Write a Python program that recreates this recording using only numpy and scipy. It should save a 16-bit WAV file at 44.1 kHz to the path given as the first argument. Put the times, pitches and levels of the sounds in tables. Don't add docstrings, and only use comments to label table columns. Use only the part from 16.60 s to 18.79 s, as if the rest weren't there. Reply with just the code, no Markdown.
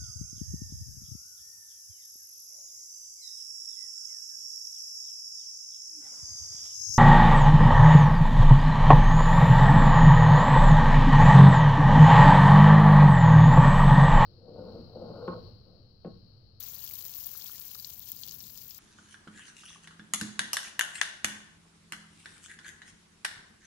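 import sys
import numpy as np
from scipy import signal
from scipy.fft import rfft, irfft
from scipy.io import wavfile

SR = 44100
rng = np.random.default_rng(int(sys.argv[2]) if len(sys.argv) > 2 else 0)


def file_out(sig):
    cols = np.atleast_2d(sig).T
    lim = np.clip(cols, -1, 1)
    pcm = np.round(lim * 32767).astype(np.int16)
    wavfile.write(sys.argv[1], SR, pcm)


N = 96490
TIME_S = np.arange(N) / SR


def from_db(db):
    return 10 ** (np.asarray(db) / 20)


def in_time(rows):
    s, *columns = np.transpose(rows)
    return [np.interp(TIME_S, s, column) for column in columns]


def about_mean(level_db):
    return level_db - level_db.mean()


def response(spectrum, size=4096):
    hz, db = np.transpose(spectrum)
    bins_hz = np.maximum(np.arange(size // 2 + 1) * SR / size, 1)
    gain = from_db(np.interp(np.log(bins_hz), np.log(hz), db))
    cepstrum = irfft(np.log(gain))
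    cepstrum[1:size // 2] *= 2
    cepstrum[size // 2 + 1:] = 0
    return irfft(np.exp(rfft(cepstrum)))


def colour(x, spectrum):
    h = response(spectrum)
    return signal.fftconvolve(x, h[None] / np.linalg.norm(h), axes=1)[:, :N]


def drift(rate_hz, size=8000):
    r = np.exp(-2 * np.pi * rate_hz / SR)
    slow = signal.lfilter([1], [1, -2 * r, r * r], rng.standard_normal(N + size))[size:]
    return slow / slow.std()


def shower(level_db, per_s, weakest_db, excess_db, range_db):
    born = rng.random(N) < per_s / SR
    chance = rng.random(N) * (1 - np.exp(-range_db / excess_db))
    db = weakest_db + about_mean(level_db) - excess_db * np.log(1 - chance)
    return np.column_stack([TIME_S, db])[born]


def pitched(rows, centre_hz, spread_oct):
    octaves = spread_oct * np.clip(rng.standard_normal(len(rows)), -2, 2)
    return np.column_stack([rows, centre_hz * 2 ** octaves])


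LAG_S, LAG_SPREAD_S = .00007, .00005


def arrivals(s):
    left = np.clip((s * SR).astype(int), 0, N - 1)
    lag_s = LAG_S + LAG_SPREAD_S * rng.standard_normal(N)
    lag = np.round(SR * lag_s).astype(int)
    return left, np.clip(left + lag[left], 0, N - 1)


def scatter(energy, splash_db, splash_s, echo_db, echo_s):
    power = 0
    for db, decay_s in ((splash_db, splash_s), (echo_db, echo_s)):
        r = np.exp(-1 / (decay_s * SR))
        decaying = signal.lfilter([0, 1 - r], [1, -r], energy + 1e-18)
        power = power + from_db(db) ** 2 * decaying
    return np.sqrt(power) * rng.standard_normal((2, N))


POP_HZ = 5200
CYCLES_FOLLOW_PITCH = .38
ROUGHNESS, GLIDE = .15, .03


def bubbles(rows, rise_cycles, size=700):
    out, t = np.zeros((2, N + size)), np.arange(size) / SR
    chances = rng.standard_normal((len(rows), 64))
    for (_, db, hz), left, right, chance in zip(rows, *arrivals(rows[:, 0]), chances):
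        cycles = t * hz
        age = cycles / (rise_cycles * (hz / POP_HZ) ** CYCLES_FOLLOW_PITCH)
        envelope = from_db(db) * age * np.exp(1 - age)
        wobble = 1 + ROUGHNESS * np.interp(cycles, np.arange(len(chance) - 1), chance[1:])
        glide = 1 + GLIDE * chance[0] * (age / 2 - 1)
        pop = envelope * wobble * np.sin(2 * np.pi * cycles * glide)
        out[0, left:left + size] += pop
        out[1, right:right + size] += pop
    return out[:, :N]


# (frequency [Hz], density [dB per Hz])
MIST_SPECTRUM = [(60, -30), (250, -16), (450, -11), (650, -16), (900, -12), (1300, -15.5), (1900, -19.5),
                 (2600, -14), (4400, -12), (7000, -8), (8600, -17), (10100, -14), (12200, -5), (15000, 0),
                 (15800, 0), (17500, -30)]


def mist(level_db, mean_db=-49.5):
    hiss = colour(rng.standard_normal((2, N)), MIST_SPECTRUM)
    return from_db(mean_db + about_mean(level_db)) * hiss


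# (frequency [Hz], density [dB per Hz])
RUMBLE_SPECTRUM = [(15, -52), (28, -20), (40, -9), (58, 0), (110, 0), (180, -4.5), (280, -14), (500, -19),
                   (1000, -30), (4000, -50)]
# (time [s], level [dB])
RUMBLE_CURVE = [(0, -61.5), (.3, -63), (.6, -64), (1.5, -64), (1.7, -62), (2.19, -66)]
# (frequency [Hz], density [dB per Hz])
SWELL_SPECTRUM = [(40, -25), (120, 0), (190, 0), (400, -20), (2000, -50)]
SWELL_S, SWELL_WIDTH_S, SWELL_DB = 1.8, .36, -65


def rumble(side_db=-21, pan_db=1.3):
    mid, side = colour(rng.standard_normal((2, N)), RUMBLE_SPECTRUM)
    bell = np.exp(-((TIME_S - SWELL_S) / SWELL_WIDTH_S) ** 2)
    swell = from_db(SWELL_DB) * bell * colour(rng.standard_normal((1, N)), SWELL_SPECTRUM)
    level = from_db(in_time(RUMBLE_CURVE)[0])
    centre = (level * mid + swell) * from_db([[pan_db], [-pan_db]])
    return centre + level * from_db(side_db) * side * [[1], [-1]]


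# (time [s], nominal peak [dB], pitch [Hz])
LOUD_AIR_POPS = [(.0298, -33, 6300), (.0862, -38, 6400), (.1637, -38, 4700), (.2239, -37.5, 4400),
                 (.2638, -36, 5900), (.2757, -37, 3700), (.3097, -42, 2300), (.3352, -38, 4400),
                 (.3536, -38, 5600), (.4237, -35.5, 4300), (.4826, -36, 6400), (.538, -36, 4950),
                 (.6447, -32, 6400), (.7206, -38, 6750), (.751, -44, 1270), (.8123, -35, 3600),
                 (.8213, -35.5, 4500), (.8598, -35.5, 3400), (.8763, -37, 5210), (.8955, -43.5, 1370),
                 (.9806, -37, 6800), (1.1472, -35, 4200), (1.1527, -45, 1340), (1.1982, -32.5, 4750),
                 (1.2465, -25, 4450), (1.3345, -38, 6400), (1.4758, -39, 5900), (1.5192, -37, 6900),
                 (1.5719, -39.5, 4500), (1.6342, -27, 4500), (1.635, -34, 3400), (1.6841, -35, 5860),
                 (1.6927, -31.5, 4550), (1.7103, -28.5, 6100), (1.8044, -29.5, 5450), (1.9829, -36.5, 4900),
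                 (2.1077, -33.5, 5100), (2.1482, -37, 6700)]
# (frequency [Hz], density [dB per Hz])
POP_SPLASH_SPECTRUM = [(1000, -27), (2400, -16), (4300, 0), (7000, 0), (8300, -17), (16000, -30)]


def pops(level_db):
    small = shower(level_db, per_s=330, weakest_db=-50.5, excess_db=5.5, range_db=8.5)
    small = pitched(small, POP_HZ, spread_oct=.37)
    direct = bubbles(np.vstack([LOUD_AIR_POPS, small]), rise_cycles=2.0)
    splash = scatter(direct[0] ** 2, splash_db=-5.5, splash_s=.002, echo_db=-8, echo_s=.008)
    return direct + colour(splash, POP_SPLASH_SPECTRUM)


def puddles(level_db):
    gurgles = shower(level_db, per_s=520, weakest_db=-66, excess_db=3.5, range_db=12)
    return bubbles(pitched(gurgles, centre_hz=2150, spread_oct=.5), rise_cycles=1.15)


# (time [s], level before HEAVY_TRIM_DB [dB])
HEAVY_DROP_TICKS = [(0.0358, -18.5), (0.2425, -18.5), (0.2984, -23.0), (0.3110, -22.0), (0.3386, -17.0),
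                    (0.4265, -23.0), (0.4637, -22.0), (0.5805, -24.0), (0.601, -23.5), (0.6288, -23.0),
                    (0.6386, -24.0), (0.6607, -20.0), (0.6677, -15.0), (0.7157, -22.0), (0.7750, -19.5),
                    (0.8435, -23.0), (0.9991, -20.5), (1.0529, -23.0), (1.1538, -24.0), (1.3946, -20.0),
                    (1.501, -24.0), (1.5183, -13.5), (1.6843, -25.0), (1.744, -26.5)]
HEAVY_TRIM_DB = -2.6
# (frequency [Hz], density [dB per Hz])
TICK_SPECTRUM = [(100, -50), (400, -38), (1900, -33), (4200, -23), (7000, -17.5), (8600, -26), (10100, -20),
                 (12000, -7), (14700, 0), (15800, 1), (17500, -30)]
RINGS_HZ, RING_DB, RING_Q = (12500, 13900, 15000), 3, 6


def drops(level_db):
    heavy = np.array(HEAVY_DROP_TICKS) + [0, HEAVY_TRIM_DB]
    light = shower(level_db, per_s=800, weakest_db=-41.5, excess_db=5, range_db=12)
    s, db = np.vstack([heavy, light]).T
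    clicks = np.zeros((2, N))
    for side, at in enumerate(arrivals(s)):
        np.add.at(clicks[side], at, from_db(db))
    dealt, ring = rng.integers(0, len(RINGS_HZ), N), from_db(RING_DB)
    ticks = 0
    for k, hz in enumerate(RINGS_HZ):
        own = clicks * (dealt == k) + 1e-18
        ringing = signal.lfilter(*signal.iirpeak(hz, RING_Q, fs=SR), own)
        ticks = ticks + (own + ring * ringing) / (1 + ring / 2)
    splash = scatter(clicks[0] ** 2, splash_db=-2.5, splash_s=.0009, echo_db=-6.5, echo_s=.004)
    h = response(TICK_SPECTRUM)
    peak_scale = np.linalg.norm(h) / np.abs(h).max()
    return colour(ticks + splash, TICK_SPECTRUM) * peak_scale


# (time [s], level [dB])
BIG_BLOBS = [(.263, -40), (.275, -40), (.289, -42), (.353, -40), (.408, -40), (.537, -41), (.638, -41),
             (.82, -42), (.865, -40), (.98, -40), (1.013, -42), (1.147, -40), (1.519, -44), (1.676, -41),
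             (1.684, -42), (1.72, -40), (1.974, -42), (2.108, -43)]
# (frequency [Hz], density [dB per Hz])
SPLAT_SPECTRUM = [(100, -40), (600, -22), (1000, -16), (1900, -18), (2700, -7), (4300, -1), (7100, 0),
                  (8400, -13), (10100, -12), (12200, -3), (15700, 0), (17500, -30)]


def splats(level_db, rise_s=.0012):
    small = shower(level_db, per_s=100, weakest_db=-55, excess_db=6, range_db=8)
    s, db = np.vstack([BIG_BLOBS, small]).T
    energy = np.zeros(N)
    np.add.at(energy, arrivals(s)[0], from_db(db) ** 2)
    age = np.arange(N // 50) / (rise_s * SR)
    power = np.abs(signal.fftconvolve(energy, age * np.exp(1 - age))[:N])
    return colour(np.sqrt(power) * rng.standard_normal((2, N)), SPLAT_SPECTRUM)


# (time [s], treble [dB], middle [dB], low-middle [dB])
SPRAY_LEVELS = [(0.02, -47, -56, -69), (0.53, -46, -56.5, -70), (0.96, -48, -56, -68.5),
                (1.25, -50, -57.5, -74), (1.65, -50, -57, -74), (2.16, -52, -58, -74.5)]
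# (frequency [Hz], gain [dB])
RIGHT_SHADE = [(200, -6), (1000, -12), (3000, -13), (5500, -11), (7200, -14), (8600, -8), (10500, -10),
               (12500, -19), (15000, -21)]
CLUMP_DB, CLUMP_HZ = 1.8, 45


def scene():
    treble_db, middle_db, low_db = in_time(SPRAY_LEVELS)
    clumps_db = CLUMP_DB * drift(CLUMP_HZ)
    background = rumble()
    spray = mist((treble_db + low_db) / 2)
    spray = spray + pops(middle_db + clumps_db)
    spray = spray + puddles(low_db + clumps_db)
    spray = spray + drops(treble_db + clumps_db)
    spray = spray + splats(middle_db + clumps_db)
    left, right = spray
    shaded = signal.fftconvolve(right, response(RIGHT_SHADE))[:N]
    return np.array([left, shaded]) + background


def record(dry, cutoff_hz=15800):
    lowpass = signal.firwin(601, cutoff_hz, window=("kaiser", 7), fs=SR)
    return signal.fftconvolve(dry, lowpass[None], "same", axes=1)


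dry = scene()
out = record(dry)
file_out(out)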